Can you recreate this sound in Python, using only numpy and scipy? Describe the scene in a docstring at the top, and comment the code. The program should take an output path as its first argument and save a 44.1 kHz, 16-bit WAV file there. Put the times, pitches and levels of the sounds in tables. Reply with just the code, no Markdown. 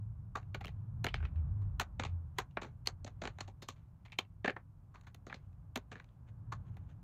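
"""Small die-cut tabs are pushed out of a stiff card sheet held over a table, close to the microphone.
Each push is a noisy burst with a crackle that excites the resonances of the tab and of the sheet.
Fingers rub the card between pushes: grains of noise in clumps, swelling into short scuffs.
A small room answers the card quietly with a short tail of scattered echoes.
Far off, traffic rumbles through the walls: filtered noise and a wavering engine drone, under faint hiss."""
import sys
import numpy as np
from scipy import signal
from scipy.fft import rfft, irfft, next_fast_len
from scipy.io import wavfile
from scipy.ndimage import uniform_filter1d

SR = 44100
rng = np.random.default_rng(int(sys.argv[2]) if len(sys.argv) > 2 else 0)


def bounce(signal):
    """Save signal as a 16-bit WAV file at the path given by the first command-line argument."""
    frames = np.transpose(np.atleast_2d(signal))
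    limited = np.clip(frames, -1, 1)
    pcm = np.round(limited * 32767).astype(np.int16)
    wavfile.write(sys.argv[1], SR, pcm)


N = 310023

# Paper bridges cracking close to the microphone; tab to air are levels relative to strength,
# crackle is relative to the peak of the burst:
# start_s, strength_db, tab_pitch_hz, tab_db, weight_db, edge_db, fizz_db, air_db,
# crackle_db, crackle_t60_s, rise_s
BRIDGE_CRACKS = [(.354,-40,1168,3.5,-9,-12,-19,-33.5,-3,0.11,.0045),(.371,-57.5,734,15,1,-2,-7,-23,-1.5,0.054,0.0012),
                 (0.429,-64.5,2700,-8,-5,-9,-24,-30,-16,0.12,0.002),(.545,-44.5,1460,0,-2,1,-15,-25,-5.5,0.082,0.0037),
                 (0.607,-54.5,802,4,-4,-1.5,-19,-24,-7.5,0.13,0.0062),(0.641,-63.5,1300,9,-3,6.5,-12,-19,-7,.1,0.0028),
                 (0.648,-42,674,-2,-21,2,-15,-32,-27,.06,.0007),(.656,-55,2870,5,4,1,-7,-8,-25,.06,0.0016),
                 (.67,-57,2900,9,-5,-3,-11,-17,-5.5,0.058,0.0012),(0.681,-50.5,720,-7,-4,0,-14.5,-22,-11,0.039,0.0015),
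                 (0.689,-64.5,806,2,-2,3.5,-14,-22,-8,0.13,0.0027),(1.044,-31,1980,-4,-6.5,-3.5,-13,-19.5,-12.5,0.096,.002),
                 (1.057,-46,660,-5,-7,-18.5,-29.5,-29,-14.5,0.13,0.0018),(1.067,-32,1300,-1.5,-8.5,-1,-22.5,-29.5,-10.5,0.077,0.0019),
                 (1.084,-55,3030,8.5,-7.5,6,-19,-30,-8,0.13,0.0045),(1.142,-34.5,3150,-7,-12,0,-23,-42,-9,0.087,0.0018),
                 (1.18,-74,1520,9.5,-9,7,-28,-32,3,.11,0.0016),(1.203,-56,1540,3,-7,-6.5,-42,-39,-6,0.092,.0024),
                 (1.228,-54,1430,0,-1.5,-2,-46,-44,-3.5,.16,0.00098),(1.251,-55,1320,0.5,-8,4.5,-20.5,-40,-12,0.12,0.0034),
                 (1.359,-67,2600,-5.5,-9.5,-5.5,-23,-28,-4,0.2,.0014),(1.617,-74.5,1046,7,3.5,-6,-14,-15,0,0.16,0.0014),
                 (1.798,-31.5,1336,-2.5,-14,-4.5,-10,-17,-4.5,0.084,0.002),(1.811,-45.5,700,12,-9,1.5,0,-19,-13.5,0.056,0.00089),
                 (1.817,-46.5,1288,4,-1,-1,-12.5,-13,-19.5,.05,0.0021),(1.996,-37,1390,-9,-3,-3.5,-14,-46,-7.5,0.091,0.0031),
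                 (2.022,-48.5,1430,-18,-6.5,-2.5,-27,-50,-12,.25,0.0028),(2.036,-38.5,1320,-14,-10,-5,-13,-51,-15,0.13,.0022),
                 (2.05,-44,830,-10,-6.5,-1,-12.5,-42,-4.5,.1,0.0026),(2.385,-31.5,1038,-4.5,-8,-6,-12,-19,-4,0.07,0.0025),
                 (2.401,-40.5,1375,-9,-12.5,-14,-13.5,-40,-6,0.083,0.0011),(2.51,-83,2800,8,-5,2,-3,-18,-4,0.092,.0017),
                 (2.571,-31,2100,-9,-7,-5.5,-40,-63,-10,0.082,.0019),(2.615,-48.5,790,-9,-2,-4,-13,-38,-13,0.13,0.0063),
                 (2.631,-49,1447,0,-2,-5,-13,-37,-4,0.13,0.0024),(2.647,-50,840,4,1.5,-4,-26,-36,-12,0.15,0.0016),
                 (2.858,-59,4300,-2,-13,3,-6,-11,-14,0.11,0.0049),(2.873,-37,4400,10,-6,3,1,-12.5,-13,0.032,.0013),
                 (2.886,-45.5,756,0.5,-7.5,-11.5,-9,-39,-4,0.069,0.0017),(3.046,-57,4400,-4,10,-2.5,6,-31,-26,0.14,0.0023),
                 (3.065,-59.5,724,-1,-3,-5.5,-11,-35,9,0.088,0.0012),
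                 (3.217,-48.5,4200,-13,2,-4.5,-12,-49,0.5,0.12,0.0034),(3.238,-40.5,771,-19,-7,-12,-14,-49,-11.5,0.13,0.0015),
                 (3.254,-40.5,1390,-1.5,-1.5,-2,-16,-52,-6.5,0.081,0.0015),(3.274,-40,1764,-5,-6.5,-4,-15.5,-47,-8.5,0.095,0.0024),
                 (3.387,-43,1131,-5,-16,-10.5,-18.5,-35,-12,0.19,0.0011),(3.406,-42.5,4300,-9,-9.5,-4,-6.5,-32,-15,0.11,0.0034),
                 (3.478,-67,834,8,4.5,-1,-5,-21,6.5,0.073,0.00086),(3.621,-62,4000,-0.5,-1.5,-4,-6,-14.5,9,0.09,0.00096),
                 (3.687,-43.5,1167,-2.5,-6.5,-4.5,-3,-17,-7.5,0.089,0.0019),(3.761,-77.5,994,-3,-5,-2,-15,-25.5,0.5,0.26,0.0022),
                 (4.052,-65.5,1043,-9.5,-16,0.5,-14.5,-25,6.5,.075,0.0013),(4.082,-73,2200,5.5,-7,7,-24,-30,-21,.09,.002),
                 (4.101,-71,2410,0.5,-18,6.5,-21,-28,-12,0.12,0.00077),(4.121,-58,2346,-2,-18,7.5,-11.5,-23,0.5,.08,.0015),
                 (4.158,-78,3000,2.5,-12,2,-21,-30,-18.5,.06,0.00083),(4.187,-35,3110,2.5,-7.5,2.5,-9,-19.5,-12.5,0.08,.003),
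                 (4.25,-76,2700,2,-5,4,-20,-30,-8,.07,.002),(4.445,-37.5,1741,3,2.5,-2.5,-22.5,-60,-13.5,.1,0.0037),(4.457,-42.5,1639,6.5,-14,0.5,-17,-41.5,-6.5,0.092,0.003),
                 (4.478,-33.5,1760,6,0,-2,-25,-53.5,-8.5,0.086,0.0026),(4.498,-44,1660,11,0,9,-20,-47,-15,0.086,0.0011),
                 (4.504,-52,1700,6.5,10,4.5,-12,-47,-26,0.057,.0019),(4.564,-42.5,1800,-1,-9,-15,-43,-61,-10,.1,0.0029),
                 (4.942,-66.5,1160,-2.5,-12,-17,-17,-39,6.5,0.17,0.002),(4.956,-58.5,974,-5,-15,-4,-20,-35,-5,0.097,0.0026),
                 (5.011,-70.5,1168,0,-12,0,-2,-14,-26,.085,0.0022),(5.035,-72,982,-12,-21,-12,-14,-29,0.5,0.16,.0018),
                 (5.069,-61.5,1565,-5,-17,-6,-15.5,-26,6.5,0.08,0.00077),
                 (5.146,-60,708,-4,-3,0.5,-3,-5.5,-12,.076,0.002),(5.268,-51.5,797,-15,2.5,-11,-10.5,-32,-3,0.08,0.0012),
                 (5.298,-50.5,1970,-7.5,-11,-3,-28,-50,-4.5,.17,0.0025),(5.327,-41,1670,-4.5,-13,-7,-29,-50,-19,.14,0.0018),
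                 (5.342,-59.5,4200,2,5,7,-5.5,-37,-6.5,0.1,0.0035),(5.529,-81.5,2522,-4,-2,-7,-10,-18.5,-18,.08,0.0025),
                 (5.758,-37,240,0,-8,-1,-9,-16,-5.5,0.065,0.0023),(5.774,-49,913,4,6.5,0,-1,-12,-21.5,0.11,0.0018),
                 (5.916,-56,1640,-3,-2,-6,-13,-42,7,0.072,0.0028),(5.929,-62,1950,2,2,12,-19,-33,-17,0.15,.001),
                 (5.956,-53.5,1705,3.5,-0.5,-5,-19.5,-48,-7,.15,0.0013),(5.999,-54,1558,1,-17,1,-18,-56,-13,.096,.0018),
                 (6.044,-71,857,-2,-2,4,-4,-14,-24,0.15,0.0012),(6.09,-77.5,3360,1.5,-6.5,-2,-18,-35,-7,0.057,0.0015),
                 (6.521,-49,1121,4,-12.5,-10.5,-15,-30.5,6.5,0.082,.003),(6.769,-56,1110,-5,-9,-8.5,-21,-21,-6,0.073,0.0018)]
# Resonances of the card sheet; levels count within one band: pitch_hz, width_hz (of one pass), level_db
SHEET_MODES = [(200, 170, 0), (340, 340, -5), (458, 120, 2.5), (548, 230, -3.5), (792, 310, 10),
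               (1092, 350, 9), (1380, 520, 10), (1630, 760, 8), (2270, 1000, 16), (2950, 500, -9.5),
               (2990, 120, -2.5), (3510, 2160, 0), (4384, 1140, 1.5), (5800, 2100, 8.5), (6860, 1700, 13.5),
               (11200, 4100, 2.5), (15000, 3400, 0)]
# Borders between thump, thud, body, edge, rasp, fizz and air: border_hz
BAND_BORDERS_HZ = (400, 700, 2000, 3500, 5300, 9000)
# Strokes of fingers or tab sliding on the card: middle_s, half_length_s (to 1/e), peak_level_db
SCUFF_STROKES = [(.44, .07, -86), (.72, .15, -90), (1.21, .04, -76), (1.45, .25, -87), (2.378, 0.013, -68),
                 (2.432, 0.14, -90), (2.672, 0.077, -82.5), (3.127, 0.11, -89.5), (3.349, 0.066, -82.5),
                 (3.778, 0.094, -88), (4.1, .1, -83.5), (5.001, 0.12, -95), (5.393, 0.085, -82.5),
                 (5.97, 0.071, -83), (6.11, .05, -82), (6.288, .015, -70), (6.681, .018, -75.5),
                 (6.744, 0.0039, -79), (6.761, 0.17, -85), (6.907, .02, -70)]
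# Spectrum shape of the rubbing: pitch_hz, level_db (per Hz, relative)
RUB_SPECTRUM = [(120, -33.5), (200, -1.5), (322, -11), (821, -12), (986, -20.5), (1300, -13.5),
                (1870, -17.5), (3020, -20.5), (4040, -28.5), (5130, -40), (6520, -28), (9400, -49.5),
                (16000, -60.5)]
# Decay of the small room: pitch_hz, t60_s
ROOM_DECAY = [(250, 0.096), (1000, 0.15), (3000, 0.084), (7000, 0.063), (14000, 0.083)]
# Distant traffic, points joined by straight lines:
# time_s, engine_pitch_hz, engine_level_db, rumble_level_db, tyre_wash_level_db, ground_boom_level_db
TRAFFIC_COURSE = [(0, 105.3, -42, -45.5, -72.5, -70.5), (.35, 100.1, -54.5, -52, -74, -51),
                  (.5, 100.1, -49, -49.5, -72, -67), (.85, 101, -47.5, -45.5, -69.5, -56),
                  (1.02, 114.8, -52.5, -42, -69.5, -62), (1.11, 89, -55, -46.5, -73, -52),
                  (1.24, 74.15, -35.5, -44, -77, -38.5), (1.3, 78.3, -60.5, -46, -68, -54),
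                  (1.36, 79.45, -34, -42.5, -65, -47), (1.48, 73.66, -42.5, -41.5, -66.5, -43),
                  (1.51, 94.8, -38.5, -42, -67, -44), (1.55, 97, -37, -48.5, -67.5, -45),
                  (1.67, 95.36, -35.5, -47, -66, -45), (1.75, 73.96, -47, -46, -68.5, -47),
                  (1.88, 84.4, -61, -54, -68.5, -54), (2.02, 85.6, -46.5, -44.5, -74, -50),
                  (2.15, 86.5, -36.5, -52, -67.5, -52.5), (2.3, 79, -53, -53, -72.5, -54.5),
                  (2.55, 82, -69, -53.5, -75.5, -60.5), (3.1, 94.9, -52, -54, -72, -57),
                  (3.35, 94, -55, -55, -73.5, -57), (3.8, 96, -63.5, -56, -75, -73),
                  (4.5, 103, -59, -58, -78, -63), (5.1, 92.7, -66.5, -57, -74.5, -65),
                  (5.6, 92, -57, -56.5, -74, -60.5), (6.1, 105, -65.5, -57, -74.5, -68),
                  (6.23, 83.17, -59, -52.5, -73.5, -72), (6.44, 115.8, -49.5, -50.5, -70.5, -67),
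                  (6.62, 94.37, -51, -46.5, -69, -64.5), (7.03, 97.6, -54.5, -53, -72.5, -64.5)]
# Spectrum shape of the traffic rumble: pitch_hz, level_db (per Hz, relative)
RUMBLE_SPECTRUM = [(12, -48.5), (20, -17), (80, -1), (119, 0.5), (156, -6.5), (191, -12.5), (233, -24),
                   (255, -39.5), (400, -47), (520, -77.5), (880, -120)]
# Spectrum shape of the tyre wash: pitch_hz, level_db (per Hz, relative)
WASH_SPECTRUM = [(150, -33.5), (250, 1), (407, -12.5), (496, -12.5), (640, -12), (1050, -11.5),
                 (1660, -22.5), (1880, -32), (4000, -48.5), (5200, -70), (8800, -120)]
# Spectrum shape of the microphone hiss: pitch_hz, level_db (per Hz, relative)
HISS_SPECTRUM = [(1180, -32), (2000, 0), (3540, -8.5), (4990, -8), (6730, -8), (14800, -9), (16300, -20)]

LEAD_S = 0.012  # room for the creak ahead of each break
LOUD_DB = -35  # strength of a full snap, the reference for hardness
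CREAK_DB, CREAK_SHARE, CREAK_S = -18.5, 0.36, 0.0018  # a tab that crackles more also creaks more
TICK = 0.64  # size of the last fibre's click, scaled by the root of the rise in samples
DAMPING, DAMPING_PER_DB = 0.38, 0.008  # tab width over pitch, for a full snap at 1500 Hz; its growth
THUMP_DB, THUMP_PER_DB = 0.36, -0.07  # thump beside thud; harder breaks thump slightly less
RASP_DB, RASP_SHARE = 2, 0.49  # the rasp lies part of the way from edge to fizz, then is raised
RUB_DB = -96.5  # fingers resting and shifting on the card
ROOM_DB = -18  # room beside the direct sound of the card
HISS_DB, CUT_HZ = -92, 16000  # microphone hiss ahead of the band limit, and that limit


def break_force(t, crackle_db, crackle_t60_s, rise_s):
    """Fibres creak, burst and crackle on; gives burst envelope, crackle envelope and noisy force."""
    after = np.maximum(t, 0)
    burst = (after / rise_s) ** 2 * np.exp(2 - 2 * after / rise_s)
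    # the first fibres give way just before the break
    creak = gain_of(CREAK_DB + CREAK_SHARE * crackle_db) * np.exp(-np.abs(t) / CREAK_S)
    decay = gain_of(crackle_db - 60 * (after / crackle_t60_s) ** 1.078)
    crackle = decay * (1 - np.exp(-after / 0.0029)) + creak
    force = burst * grit(count=len(t), spread_db=1.5)
    force += crackle * grit(count=len(t), spread_db=6.5)
    # the last fibre parts in one tick
    force[round((LEAD_S + rise_s) * SR)] += TICK * np.sqrt(rise_s * SR)
    return burst, crackle, force


def sheet_rings(force, after):
    """The force shakes the modes of the sheet, summed into bands from thump to air."""
    bands = np.zeros((len(BAND_BORDERS_HZ) + 1, len(force)))
    for k, (hz, width_hz, level_db) in enumerate(SHEET_MODES):
        band = np.searchsorted(BAND_BORDERS_HZ, hz)
        bands[band] += (-1) ** k * gain_of(level_db) * mode(force, hz, width_hz)
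    bands[-1] *= np.exp(-after / 0.019)  # the finest treble comes mostly from the break itself
    return bands


def tab_ring(t, burst, crackle, tab_hz, hard_db):
    """The bent tab springs back in a wave packet with tearing noise; the crackle keeps it ringing."""
    wave = burst * np.sin(2 * np.pi * (tab_hz * t + rng.random()))
    tearing = (burst + 2.4 * crackle) * rng.standard_normal(len(t))
    damping = DAMPING * np.exp(DAMPING_PER_DB * hard_db) * (tab_hz / 1500) ** 0.3
    return mode(wave + tearing, tab_hz, damping * tab_hz)


def crack(strength_db, tab_hz, tab_db, weight_db, edge_db, fizz_db, air_db, crackle_db, crackle_t60_s, rise_s):
    """One breaking bridge drives tab and sheet; their bands are evened, then mixed by level."""
    t = np.arange(SR // 5) / SR - LEAD_S
    hard_db = strength_db - LOUD_DB
    burst, crackle, force = break_force(t, crackle_db, crackle_t60_s, rise_s)
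    sheet = sheet_rings(force, np.maximum(t, 0))
    rings = np.vstack([tab_ring(t, burst, crackle, tab_hz, hard_db), sheet])
    # every band gets the energy of the burst and crackle envelopes
    energy = (burst ** 2 + crackle ** 2).sum()
    rings /= np.sqrt((rings ** 2).sum(1, keepdims=True) / energy)
    thump_db = weight_db + THUMP_DB + THUMP_PER_DB * hard_db
    rasp_db = RASP_DB + edge_db + RASP_SHARE * (fizz_db - edge_db)
    # tab, thump, thud, body, edge, rasp, fizz, air
    mix_db = np.array([tab_db, thump_db, weight_db, 0, edge_db, rasp_db, fizz_db, air_db])
    return gain_of(strength_db + mix_db) @ rings


def cracks():
    """All the breaks, each beginning 1.5 ms ahead of its listed start."""
    out = np.zeros(N)
    for start_s, *settings in BRIDGE_CRACKS:
        add(out, start_s - 0.0015 - LEAD_S, crack(*settings))
    return out


def rubbing():
    """Tiny slips in clumps under the sliding fingers, swelling at each scuff."""
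    t = np.arange(N) / SR
    level = gain_of(RUB_DB)
    for middle_s, half_s, peak_db in SCUFF_STROKES:
        level = level + gain_of(peak_db) * np.exp(-((t - middle_s) / half_s) ** 2)
    drift = evened(uniform_filter1d(rng.standard_normal(N), 150))
    clumps = gain_of(1.8 * drift)
    return level * coloured(grit(count=N, spread_db=5.0) * clumps, RUB_SPECTRUM)


def room(x):
    """Echoes of the small room: sparse taps of random sign, each band dying at its own speed."""
    taps = np.zeros(SR // 2)
    slots = np.arange(200, len(taps) - 20, 20)
    taps[slots + rng.integers(0, 20, len(slots))] = rng.choice([-1., 1.], len(slots))
    hz, t, z = signal.stft(taps, SR, nperseg=256)
    decay = gain_of(-60 * t / read(ROOM_DECAY, hz)[:, None])
    tail = signal.istft(z * decay, SR, nperseg=256)[1]
    return signal.fftconvolve(x, tail / np.linalg.norm(tail))[:N]


def traffic():
    """Distant vehicles: broad rumble, deep ground boom, gliding unsteady engine drone, tyre wash."""
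    drone_hz, drone_db, rumble_db, wash_db, boom_db = follow(TRAFFIC_COURSE)
    waver_noise, rumble_noise, wash_noise, boom_noise = rng.standard_normal((4, N))
    waver = 1 + 0.028 * evened(uniform_filter1d(waver_noise, 3000))
    turns = np.cumsum(drone_hz * waver) / SR + rng.random()
    drone = gain_of(drone_db) * np.sqrt(2) * np.sin(2 * np.pi * turns)
    boom = gain_of(boom_db) * evened(mode(boom_noise, 50.0, 29.0))
    rumble = gain_of(rumble_db) * coloured(rumble_noise, RUMBLE_SPECTRUM)
    wash = gain_of(wash_db) * coloured(wash_noise, WASH_SPECTRUM)
    return boom + drone + rumble + wash


def hiss():
    """Steady microphone hiss: noise filtered to its spectrum."""
    return gain_of(HISS_DB) * coloured(rng.standard_normal(N), HISS_SPECTRUM)


def grit(count, spread_db):
    """Random clicks of widely spread sizes, rms 1."""
    boost_db = spread_db * np.minimum(rng.exponential(1, count), 5)
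    return evened(rng.standard_normal(count) * gain_of(boost_db))


def resonate(x, hz, width_hz):
    """Shifts hz down to zero, smooths, and shifts back: a resonance of gain 1."""
    turn = np.exp(2j * np.pi * np.cumsum(hz * np.ones(len(x))) / SR)
    r = np.exp(-np.pi * width_hz / SR)
    return 2 * (turn * signal.lfilter([1 - r], [1, -r], x / turn)).real


def mode(x, hz, width_hz):
    """A resonance applied twice: deep valleys on both sides."""
    return resonate(resonate(x, hz, width_hz), hz, width_hz)


def coloured(x, points):
    """Filters x by a spectrum shape, rms 1."""
    size = next_fast_len(N)
    gains = gain_of(read(points, np.fft.rfftfreq(size, 1 / SR)))
    return evened(irfft(rfft(x, size) * gains, size)[:N])


def read(points, hz):
    """Reads a curve at hz, in straight lines over log frequency."""
    f, value = np.transpose(points)
    return np.interp(np.log(hz + 1), np.log(f + 1), value)


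def follow(rows):
    """Columns of a time table at every sample."""
    s, *columns = np.transpose(rows)
    return [np.interp(np.arange(N) / SR, s, c) for c in columns]


def gain_of(db):
    """Amplitude factor of a level in dB."""
    return 10 ** (np.asarray(db) / 20)


def evened(x):
    """Scales x to rms 1."""
    return x / np.sqrt(np.mean(x ** 2) + 1e-20)


def add(mix, start_s, sound):
    """Lays a sound into the mix, cut at its end."""
    part = mix[round(start_s * SR):][:len(sound)]
    part += sound[:len(part)]


def scene():
    """Hands and card in the room, traffic outside."""
    card = cracks() + rubbing()
    return (card + gain_of(ROOM_DB) * room(card) + traffic())[None]


def record(dry):
    """Microphone hiss, then the band limit."""
    lowpass = signal.firwin(255, CUT_HZ, window=("kaiser", 9), fs=SR)
    return signal.oaconvolve(dry + hiss(), lowpass[None], "same")


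dry = scene()
out = record(dry)
bounce(out)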